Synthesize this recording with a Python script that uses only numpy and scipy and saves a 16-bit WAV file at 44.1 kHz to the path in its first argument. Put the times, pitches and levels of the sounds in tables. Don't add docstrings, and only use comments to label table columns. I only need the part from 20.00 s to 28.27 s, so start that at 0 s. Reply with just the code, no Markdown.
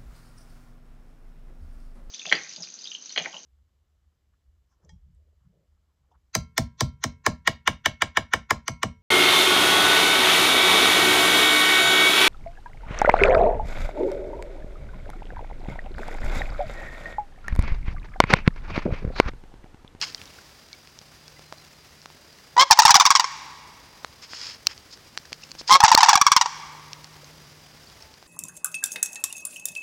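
import sys
import numpy as np
from scipy import signal
from scipy.fft import rfft, irfft, next_fast_len
from scipy.io import wavfile
from scipy.ndimage import uniform_filter1d, map_coordinates

SR = 44100
rng = np.random.default_rng(int(sys.argv[2]) if len(sys.argv) > 2 else 0)


def store_wav(level_fs):
    pcm = np.round(np.clip(np.atleast_2d(level_fs), -1, 1) * 32767)
    wavfile.write(sys.argv[1], SR, pcm.T.astype(np.int16))


def volts(x):
    e = np.asarray(x, float) / 20
    return 10 ** e


N = 364707


def unit(x):
    return x / np.sqrt(np.mean(x ** 2) + 1e-20)


def along(points, hz):
    f, v = np.transpose(points)
    return np.interp(np.log(hz + 1), np.log(f + 1), v)


def level(rows):
    s, db = np.transpose(rows)
    return volts(np.interp(np.arange(N) / SR, s, db, -150, -150))


def shiver(count, rate):
    knots = rng.standard_normal(int(count * rate / SR) + 4)
    return map_coordinates(knots, [np.arange(count) * rate / SR])


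def wobble(rate):
    return shiver(N, rate)


def filtered(x, response):
    m = next_fast_len(N + SR // 2)
    return irfft(rfft(x, m) * response(np.fft.rfftfreq(m, 1 / SR)), m)[:N]


def noise(spectrum):
    return unit(filtered(rng.standard_normal(N), lambda hz: volts(along(spectrum, hz))))


def tail(t60s, count):
    hz, t, z = signal.stft(rng.standard_normal(count), SR, nperseg=128)
    fade = volts(-60 * t / along(t60s, hz)[:, None])
    h = signal.istft(z * fade, SR, nperseg=128)[1]
    return h / np.linalg.norm(h)


def add(track, s, sound):
    start = round(s * SR)
    track[start:start + len(sound)] += sound[:len(track) - start]


# time in seconds, level in dB.
AIR_LEVEL = [(0, -48.5), (0.45, -50), (0.71, -52.5), (3.9, -52), (5.6, -52), (7.1, -50), (8.029, -51),
             (8.27, -53.5)]
# frequency in Hz, density in dB per Hz.
HISS_COLOUR = [(12, -26), (25, -0.5), (70, 6), (150, -3.5), (327, -5.5), (870, -9), (2010, -10),
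               (3330, -12.5), (4530, -11.5), (4920, -9.5), (5350, -10), (8370, -21.5), (14600, -25.5),
               (15900, -23)]
# time in seconds, level in dB.
ENGINE_LEVEL = [(0.0, -57), (0.39, -72), (1.31, -58), (2.39, -69), (2.85, -57.5), (4.12, -68), (4.98, -71),
                (5.6, -57), (7.25, -52.5), (8.27, -70)]


def background():
    t = np.arange(N) / SR
    s, db = np.transpose(AIR_LEVEL)
    crackle_db = 0.21 * wobble(2.8) + 1.46 * wobble(120)
    air = volts(np.interp(t, s, db) + 0.5 + crackle_db) * noise(HISS_COLOUR)
    engine_hz, whine_hz = 151, 4815
    engine = np.sin(2 * np.pi * engine_hz * t + .8 * wobble(10))
    engine = level(ENGINE_LEVEL) * volts(3 + 1.3 * wobble(4)) * engine
    whine = volts(-62.0 + 2.3 * wobble(26)) * np.sin(2 * np.pi * whine_hz * t + wobble(40))
    return air + engine + whine


# peak in seconds, rise in seconds, fall in seconds, level in dB, dull part in dB.
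RUSTLES = [(0.024, 0.013, 0.035, -28, -1.5), (0.05, 0.025, 0.12, -42.5, -4.5),
           (4.235, 0.026, 0.049, -43, -5), (4.34, 0.074, 0.064, -42.5, -7.5), (4.44, 0.14, 0.18, -38, -6.5),
           (4.71, 0.042, 0.045, -46, 0.5), (4.93, 0.041, 0.037, -44, -13),
           (5.339, 0.018, 0.023, -50.5, -10), (5.435, 0.043, .06, -53.5, -5),
           (5.598, 0.021, 0.022, -36.5, -16), (5.688, 0.019, 0.0082, -27.5, -10)]
# frequency in Hz, density in dB per Hz.
CLOTH_COLOUR = [(2120, -45), (3600, -4.5), (5230, 9.5), (5850, -4.5), (6490, -1), (8500, -19.5),
                (11000, -28.5), (14300, -70.5), (22000, -120)]
# frequency in Hz, density in dB per Hz.
FOLDS_COLOUR = [(290, -31), (500, -1.5), (673, -23), (863, -1.5), (3400, 3), (4420, -70), (7480, -120)]


def rustles():
    edge_db, squareness = 38, 2.8
    slips = volts(1.8 * wobble(250) + .6 * wobble(34))
    s, rise_s, fall_s, db, dull_db = np.transpose(RUSTLES)[:, :, None]
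    t = np.arange(N) / SR - s
    away = np.abs(t / np.where(t < 0, rise_s, fall_s))
    swell = volts(db - edge_db * away ** squareness)
    bright = swell.sum(0) * unit(slips * noise(CLOTH_COLOUR))
    dull = (volts(dull_db) * swell).sum(0) * unit(slips * noise(FOLDS_COLOUR))
    return bright + dull


def soft(f):
    return 1 / (1 + 1j * f / 6000) ** 2


# start in seconds, peak in dB, pitch in Hz, length in ms.
SMALL_TONES = [(0.386, -45, 1500, 5.2), (0.728, -49.5, 2260, 19), (1.2494, -59, 3390, 26),
               (1.3594, -56, 2030, 23), (.178, -46, 3150, 7), (.275, -48, 3780, 5), (1.44, -61, 4140, 60),
               (1.526, -52, 624, 17), (1.55, -62, 4100, 100), (1.72, -65, 4200, 70), (2.18, -62, 570, 35),
               (2.327, -52, 4700, 7), (2.388, -52, 1900, 4.2), (5.251, -48, 1720, 4.5), (5.433, -41, 2720, 5),
               (7.232, -51, 526, 8), (7.241, -46, 6360, 9), (7.66, -54, 3070, 5.4), (7.832, -49, 5100, 5),
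               (7.935, -57, 3320, 8), (7.97, -65, 876, 200), (8.022, -39, 5500, 4.2), (8.158, -56, 4750, 4),
               (6.6278, -44, 1170, 12), (7.868, -48, 4600, 11)]


def small_tones():
    tones = np.zeros(N)
    for s, db, hz, ms in SMALL_TONES:
        t = np.arange(0, ms / 1000, 1 / SR)
        swell = np.sin(np.pi * t / t[-1])
        add(tones, s, volts(db + 7.0) * np.sin(2 * np.pi * hz * t) * swell)
    return filtered(tones, soft)


# start in seconds, peak in dB, sharp edge in dB.
TICKS_BRIGHT = [(0.0143, -10.5, -26), (0.0249, -16, -37), (0.048, -25, -34), (.08, -31, -34),
                (.101, -32, -30), (0.1237, -36, -28), (0.179, -37.5, -23), (0.2377, -34, -20),
                (0.256, -29, -32), (0.6867, -37, -35), (0.7301, -26.5, -32), (0.989, -26.5, -27),
                (1.2802, -32.5, -34), (1.583, -37, -31), (1.649, -36, -26), (1.667, -41, -28),
                (2.017, -35.5, -40), (2.3066, -38.5, -25), (2.3283, -37.5, -19.5), (2.3863, -35.5, -38),
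                (4.546, -41.5, -15), (4.664, -30, -45), (4.6697, 1.5, -50), (4.6721, -12.5, -50),
                (4.778, -30.5, -39), (5.1861, -33.5, -40), (5.255, -35, -26), (5.297, -41, -26),
                (5.422, -34, -30), (5.4373, -28, -28), (5.4905, -35.5, -41.5), (5.509, -32.5, -17),
                (5.5165, -19, -47), (5.678, -17.5, -28), (5.6962, -11.5, -17), (6.932, -20, -30),
                (7.044, -22.5, -45), (7.143, -40.5, -21), (7.8994, -35, -33), (8.0246, -35.5, -16),
                (8.1403, -37, -26)]
# start in seconds, peak in dB, knock in dB, knock pitch in Hz.
TICKS_DULL = [(0.147, -18, -12.5, 1920), (0.2162, -32.5, 4.5, 2670), (0.8737, -38, 0, 2330),
              (1.015, -39.5, 0, 422), (1.3938, -37.5, 3.5, 366), (1.5253, -32.5, 9.5, 920),
              (2.0584, -30.5, 4, 1190), (2.102, -38, 1, 886), (4.047, -25.5, 9, 1170),
              (4.128, -42, -2.5, 770), (4.3343, -38, 14.5, 1570), (4.6711, -24, -3, 910),
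              (4.9744, -39, -3, 1620), (5.1756, -14.5, -2, 1720), (5.3216, -34.5, 5, 300),
              (5.3295, -16.5, -5, 2460), (5.5516, -33.5, 0.5, 310), (5.6127, -35.5, 7, 296),
              (5.616, -28.5, -15, 300), (5.9461, -15, 8, 1000), (5.9494, 11, -9.5, 496),
              (5.9505, 5.5, -24.5, 300), (7.2444, -35, -9, 982), (8.2268, -41, 5.5, 784)]
# frequency in Hz, width in Hz, level in dB.
SHELL = [(2667, 1100, -6), (4365, 780, 5), (5430, 1400, 3), (7400, 2400, -11)]


def shell(f):
    modes = 0
    for k, (centre, width, db) in enumerate(SHELL):
        damping = 1j * f * width
        modes = modes + (-1) ** k * volts(db) * damping / (centre * centre - f * f + damping)
    return modes / (1 + 1j * f / 11000) ** 2


def sharp(f):
    return (1j * f / (9000 + 1j * f)) ** 2 / (1 + 1j * f / 12000)


def ticks():
    ring, knock, edge = np.zeros(N), np.zeros(N), np.zeros(N)
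    t = np.arange(SR // 30) / SR
    snap_ms, knock_ms = 1, 0.41
    rows = [(s, db, -24.5, 1470, edge_db) for s, db, edge_db in TICKS_BRIGHT]
    rows += [(*row, -25.5) for row in TICKS_DULL]
    for s, db, knock_db, knock_hz, edge_db in rows:
        snap = rng.standard_normal(len(t)) * np.exp(-1000 * t / snap_ms)
        snap[0] = 5.0
        snap = volts(db) * snap / np.linalg.norm(snap)
        thud = np.sin(2 * np.pi * knock_hz * t + 1.34) * np.exp(-1000 * t / knock_ms)
        add(ring, s, volts(19) * snap)
        add(knock, s, volts(db + knock_db + 5.0) * thud)
        add(edge, s, volts(edge_db - 7.5) * snap)
    return filtered(ring, shell) + filtered(knock, soft) + filtered(edge, sharp)


# frequency in Hz, time to fall 60 dB in seconds.
THICKET_DECAY = [(500, 3.37), (1000, 1.62), (2400, 1.77), (3500, 1.6), (5500, 1.19), (9000, 1.3)]
# frequency in Hz, level in dB.
LEAVES_TONE = [(700, -12), (880, -5), (1080, -1.5), (1300, -2), (1600, 1), (1900, 1.5), (2400, 3),
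               (3000, -1), (5500, 0), (9000, -2.5)]


def thicket(x):
    build_s, delay_s = 0.037, 0.016
    answer = tail(THICKET_DECAY, count=2 * SR)
    answer = answer * (1 - .7 * np.exp(-np.arange(len(answer)) / SR / build_s))
    wet = signal.fftconvolve(x, np.pad(answer, (round(delay_s * SR), 0)))[:N]
    return filtered(wet, lambda f: volts(along(LEAVES_TONE, f)))


# frequency in Hz, time to fall 60 dB in seconds.
WINDPIPE_DECAY = [(700, 0.14), (1200, 0.017), (3000, 0.057), (6000, 0.0057), (12000, 0.0048)]


def piped(sound, echo_db):
    coil = np.pad(tail(WINDPIPE_DECAY, count=SR // 11), (round(.004 * SR), 0))
    echo = signal.fftconvolve(sound, coil)
    return np.pad(sound, (0, len(echo) - len(sound))) + volts(echo_db) * echo


# frequency in Hz, level in dB.
THROAT_TONE = [(500, -3.5), (1050, 3.5), (1600, -7), (2200, -6.5), (2800, -11), (3300, -7.5), (4500, -6),
               (5500, 0.5), (6500, -7), (8000, -17), (11000, -46.5), (15000, -38.5)]


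def reed(pitch_hz, overtones_db, odd_db, rough, count, breaks_db=0):
    order = np.arange(1, count + 1)[:, None]
    hz = order * pitch_hz
    loose = np.clip(hz / 1500 - .4, 0, 1)
    phase = 2 * np.pi * np.cumsum(pitch_hz) / SR
    slip = 2 * np.pi * np.cumsum(pitch_hz * .16 * rough * shiver(len(pitch_hz), 884)) / SR
    bite_db = overtones_db + 3 * rough * shiver(len(pitch_hz), 1100)
    db = along(THROAT_TONE, hz) + bite_db * np.clip(hz / 2000 - .6, 0, 1) + odd_db * (order % 2)
    db = db + loose * (rng.normal(0, 1.6, order.shape) + breaks_db)
    lag = 1.25 * np.pi + .27 * np.pi * loose + .3 * np.pi * (hz > 4800)
    lag = lag + rng.normal(0, .45, order.shape)
    lines = volts(db) * (hz < 15800) * np.cos(order * (phase + loose * slip) + lag)
    return np.sqrt(2) * np.sum(lines, axis=0)


# time in seconds, main line in Hz, level in dB, overtones in dB, halfway lines in dB.
HELD_NOTES = [
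    [(2.563, 993, -45.5, -31, -10), (2.568, 938, -16.5, -18.5, -1.5), (2.573, 984, -34, -20.5, -6),
     (2.579, 968, -11.5, -16, -14), (2.592, 990, -14, -17.5, -11.5), (2.597, 1050, -13.5, -3.5, -7),
     (2.622, 1074, -15, -5.5, -2), (2.633, 1090, -11, -12.5, -8), (2.642, 1130, -32, -12.5, 1)],
    [(5.69, 1002, -40.5, -8.5, -3.5), (5.696, 970, -21, -10.5, -1.5), (5.701, 1019, -28, -7.5, -8.5),
     (5.707, 1031, -13, -10, -13.5), (5.72, 1067, -12, -8, -7), (5.742, 1084, -13, -4, -8),
     (5.76, 1107, -12, -13, -5), (5.766, 1088, -19.5, -12, -1), (5.776, 1105, -42.5, 1, -3.5)],
]
FLUTTER_DEPTH = [0.23, 0.46]
THROB_DB = [1.5, 1.5]


def held_notes():
    voice = np.zeros(N)
    throb_hz = 71
    for rows, depth, throb in zip(HELD_NOTES, FLUTTER_DEPTH, THROB_DB):
        s, *columns = np.transpose(rows)
        t = np.arange(s[0], s[-1], 1 / SR)
        line_hz, db, bright_db, halfway_db = [np.interp(t, s, c) for c in columns]
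        throb_db = throb * np.cos(2 * np.pi * throb_hz * (t - s[-4]))
        flutter = depth * np.cos(2 * np.pi * np.cumsum(line_hz) / SR / 6 + 1.2 * shiver(len(t), 60))
        rasp = volts(1.5 * shiver(len(t), 700))
        waver = 1 + .03 * flutter + .018 * shiver(len(t), 250)
        breaks_db = 2.5 * shiver(28 * len(t), 200).reshape(28, -1)
        tone = reed(line_hz / 2 * waver, bright_db + throb_db, halfway_db,
                    rough=0.22, count=28, breaks_db=breaks_db)
        note = volts(db + .5 * throb_db) * (1 + flutter) * rasp * tone
        add(voice, t[0], piped(note, echo_db=-17.0))
    return voice


def rebounds(rows, habit):
    head_ms, gap_ms, kept, loss_db, gain_db, attack_ms = habit
    late_ms = 0.6 * rng.standard_normal((len(rows), 4))
    bursts = []
    for i, (s, hz, db, bite_db, ms) in enumerate(rows):
        for k in range(4):
            left_ms = ms - k * gap_ms
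            if left_ms > 3 or k == 0:
                start = s + k * (gap_ms + late_ms[i, k]) / 1000
                pitch = hz * kept ** k ** 0.88
                bite = bite_db + gain_db * k ** 1.6
                bursts.append((start, pitch, db - loss_db * k ** 0.55, bite, head_ms, left_ms, attack_ms))
    return bursts


# start in seconds, pitch in Hz, level in dB, overtones in dB, length in ms.
DEEP_BIRD = [(2.7087, 893.4, 2.5, 0, 28), (2.789, 915, 2, 0, 20), (2.8515, 915, 0.5, -1, 22),
             (2.9056, 851, -2.5, 2.5, 18), (2.9563, 814, -1.5, -14.5, 22), (5.8363, 910.5, 4, -7, 30),
             (5.9156, 948.5, -1, -5, 28), (5.9752, 925, -1.5, -5.5, 26), (6.0301, 891, 0, -4.5, 22),
             (6.0851, 903, -1.5, -10, 31), (6.1301, 846, -2.5, -6, 17), (6.1742, 796, -7.5, -7.5, 11)]
HIGH_BIRD = [(2.8194, 948, -7.5, 2, 12), (2.879, 1109, -4.5, 0, 20), (2.942, 1143, -0.5, 0, 24),
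             (2.9983, 1200, -4.5, 5, 26), (3.0526, 1144, -3.5, -1, 26), (3.1038, 1132, -1, -1.5, 23),
             (3.1515, 1100, -3.5, -1.5, 20), (3.1958, 969, -6, 1.5, 18), (3.2418, 1070, -13, -4, 13),
             (5.8156, 1290, -10, -18, 11), (5.9604, 1208, -11, -26, 9.9), (6.0242, 1144, -11, -15, 12),
             (6.0907, 1142, -3, 2, 20), (6.154, 1148, -0.5, -0.5, 11), (6.2132, 1155, 0, -2, 12),
             (6.2652, 1130, -1, -2.5, 22), (6.317, 1139, -0.5, -2, 22), (6.3637, 1061, -2.5, 1.5, 20),
             (6.4113, 966, -4.5, 0, 18), (6.458, 950, -12, -7, 10)]
FAR_BIRD = [(2.7033, 988, -10, -28, 12), (2.773, 994, -17, -4.5, 14), (2.7845, 1103, -18, -10.5, 6),
            (2.8325, 1313, -11.5, -0.5, 14), (2.8926, 963, 0, -10.5, 16), (2.953, 1010, -4.5, 6.5, 18),
            (3.0082, 1037, -3, -5, 22), (3.062, 928, -10, 8.5, 11), (3.0725, 1037, -10, -7, 8.9),
            (3.1118, 946, -11.5, -1, 15), (3.159, 994, -14, 9, 16), (5.8034, 853, -3.5, -2, 8.3),
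            (5.829, 898, -5, -12, 8), (5.88, 951, -6.5, -1.5, 26), (5.9067, 884, -27, -6, 10),
            (6.0056, 1018, -8, 1.5, 15), (6.06, 940, -8, -5.5, 33), (6.1087, 926, -9.5, -5, 15)]
# clear head in ms, rebound gap in ms, share of pitch kept from 0 to 1,
# loss in dB, overtones gained in dB a rebound, attack in ms.
DEEP_HABIT = (5.8, 8.5, .9, 9.6, 1.3, .9)
HIGH_HABIT = (4.14, 8.5, 1.0, 12.8, 1, 1.17)
FAR_HABIT = (4, 11, 0.74, 8.7, 0.8, 1.1)


def rattles():
    voice = np.zeros(N)
    sag, limping = 0.15, 0.75
    bursts = rebounds(DEEP_BIRD, DEEP_HABIT) + rebounds(HIGH_BIRD, HIGH_HABIT) + rebounds(FAR_BIRD, FAR_HABIT)
    for s, pitch, db, overtones_db, head_ms, end_ms, attack_ms in bursts:
        ms = np.arange(0, 1.4 * end_ms, 1000 / SR)
        spent = np.clip(ms / head_ms, 0, 9)
        rough = np.clip(.08 + .8 * (spent - .9), .06, .5)
        sunk = np.clip((ms - .8 * head_ms) / 17, 0, 1)
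        pitch_hz = pitch * (1 - sag * sunk)
        tone = reed(pitch_hz, overtones_db - 1.0 - 3 * sunk, odd_db=1.5, rough=rough, count=17)
        limp = 1 + limping * np.clip(spent - .6, 0, 1) * np.cos(np.pi * np.cumsum(pitch_hz) / SR)
        attack = 1 - np.exp(-(ms / attack_ms) ** 2)
        ragged = 0.39 * np.exp(-ms / 14)
        body = np.maximum(np.exp(-spent ** 3), ragged)
        air_stops = np.exp(-(ms / end_ms) ** 6)
        burst = volts(db - 6.0) * attack * body * air_stops * limp * tone
        add(voice, s, piped(burst, echo_db=-13))
    return voice


# frequency in Hz, level in dB.
BILL_TONE = [(400, -8), (530, -13), (750, 3), (1050, -1.5), (1600, 0.5), (2100, -0.5), (2750, -1.5),
             (3250, 7.5), (5400, -1), (9000, -3)]
# start in seconds, level in dB, pitch in Hz.
CROAKS = [
    (3.24, -39, 480),
    (6.455, -38, 480),
]


def cranes():
    def low_cut(f):
        return 1 / (1 + (735 / (f + 1)) ** 14) + .012 * (f > 250)

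    voice = filtered(rattles(), low_cut)
    voice = voice + filtered(held_notes(), lambda f: volts(along(BILL_TONE, f)))
    t = np.arange(SR // 90) / SR
    for s, db, hz in CROAKS:
        add(voice, s, volts(db) * np.hanning(len(t)) * np.sin(2 * np.pi * hz * t))
    return voice


def scene():
    voice = cranes()
    loud = uniform_filter1d(np.abs(voice), round(.12 * SR), origin=round(0.042 * SR))
    echo = volts(-18.5) * thicket(voice) / (1 + 1.1 * loud)
    quiet = background() / (1 + 12 * loud)
    return (voice + echo + ticks() + small_tones() + rustles() + quiet)[None]


def roll_off(x):
    return signal.sosfilt(signal.butter(12, 16070, fs=SR, output="sos"), x)


def record(dry):
    clipped = dry / (1 + np.abs(dry / 1.16) ** 24) ** (1 / 24)
    mix = filtered(clipped[0], lambda f: 1j * f / (90 + 1j * f))[None]
    return roll_off(mix)


dry = scene()
out = record(dry)
store_wav(out)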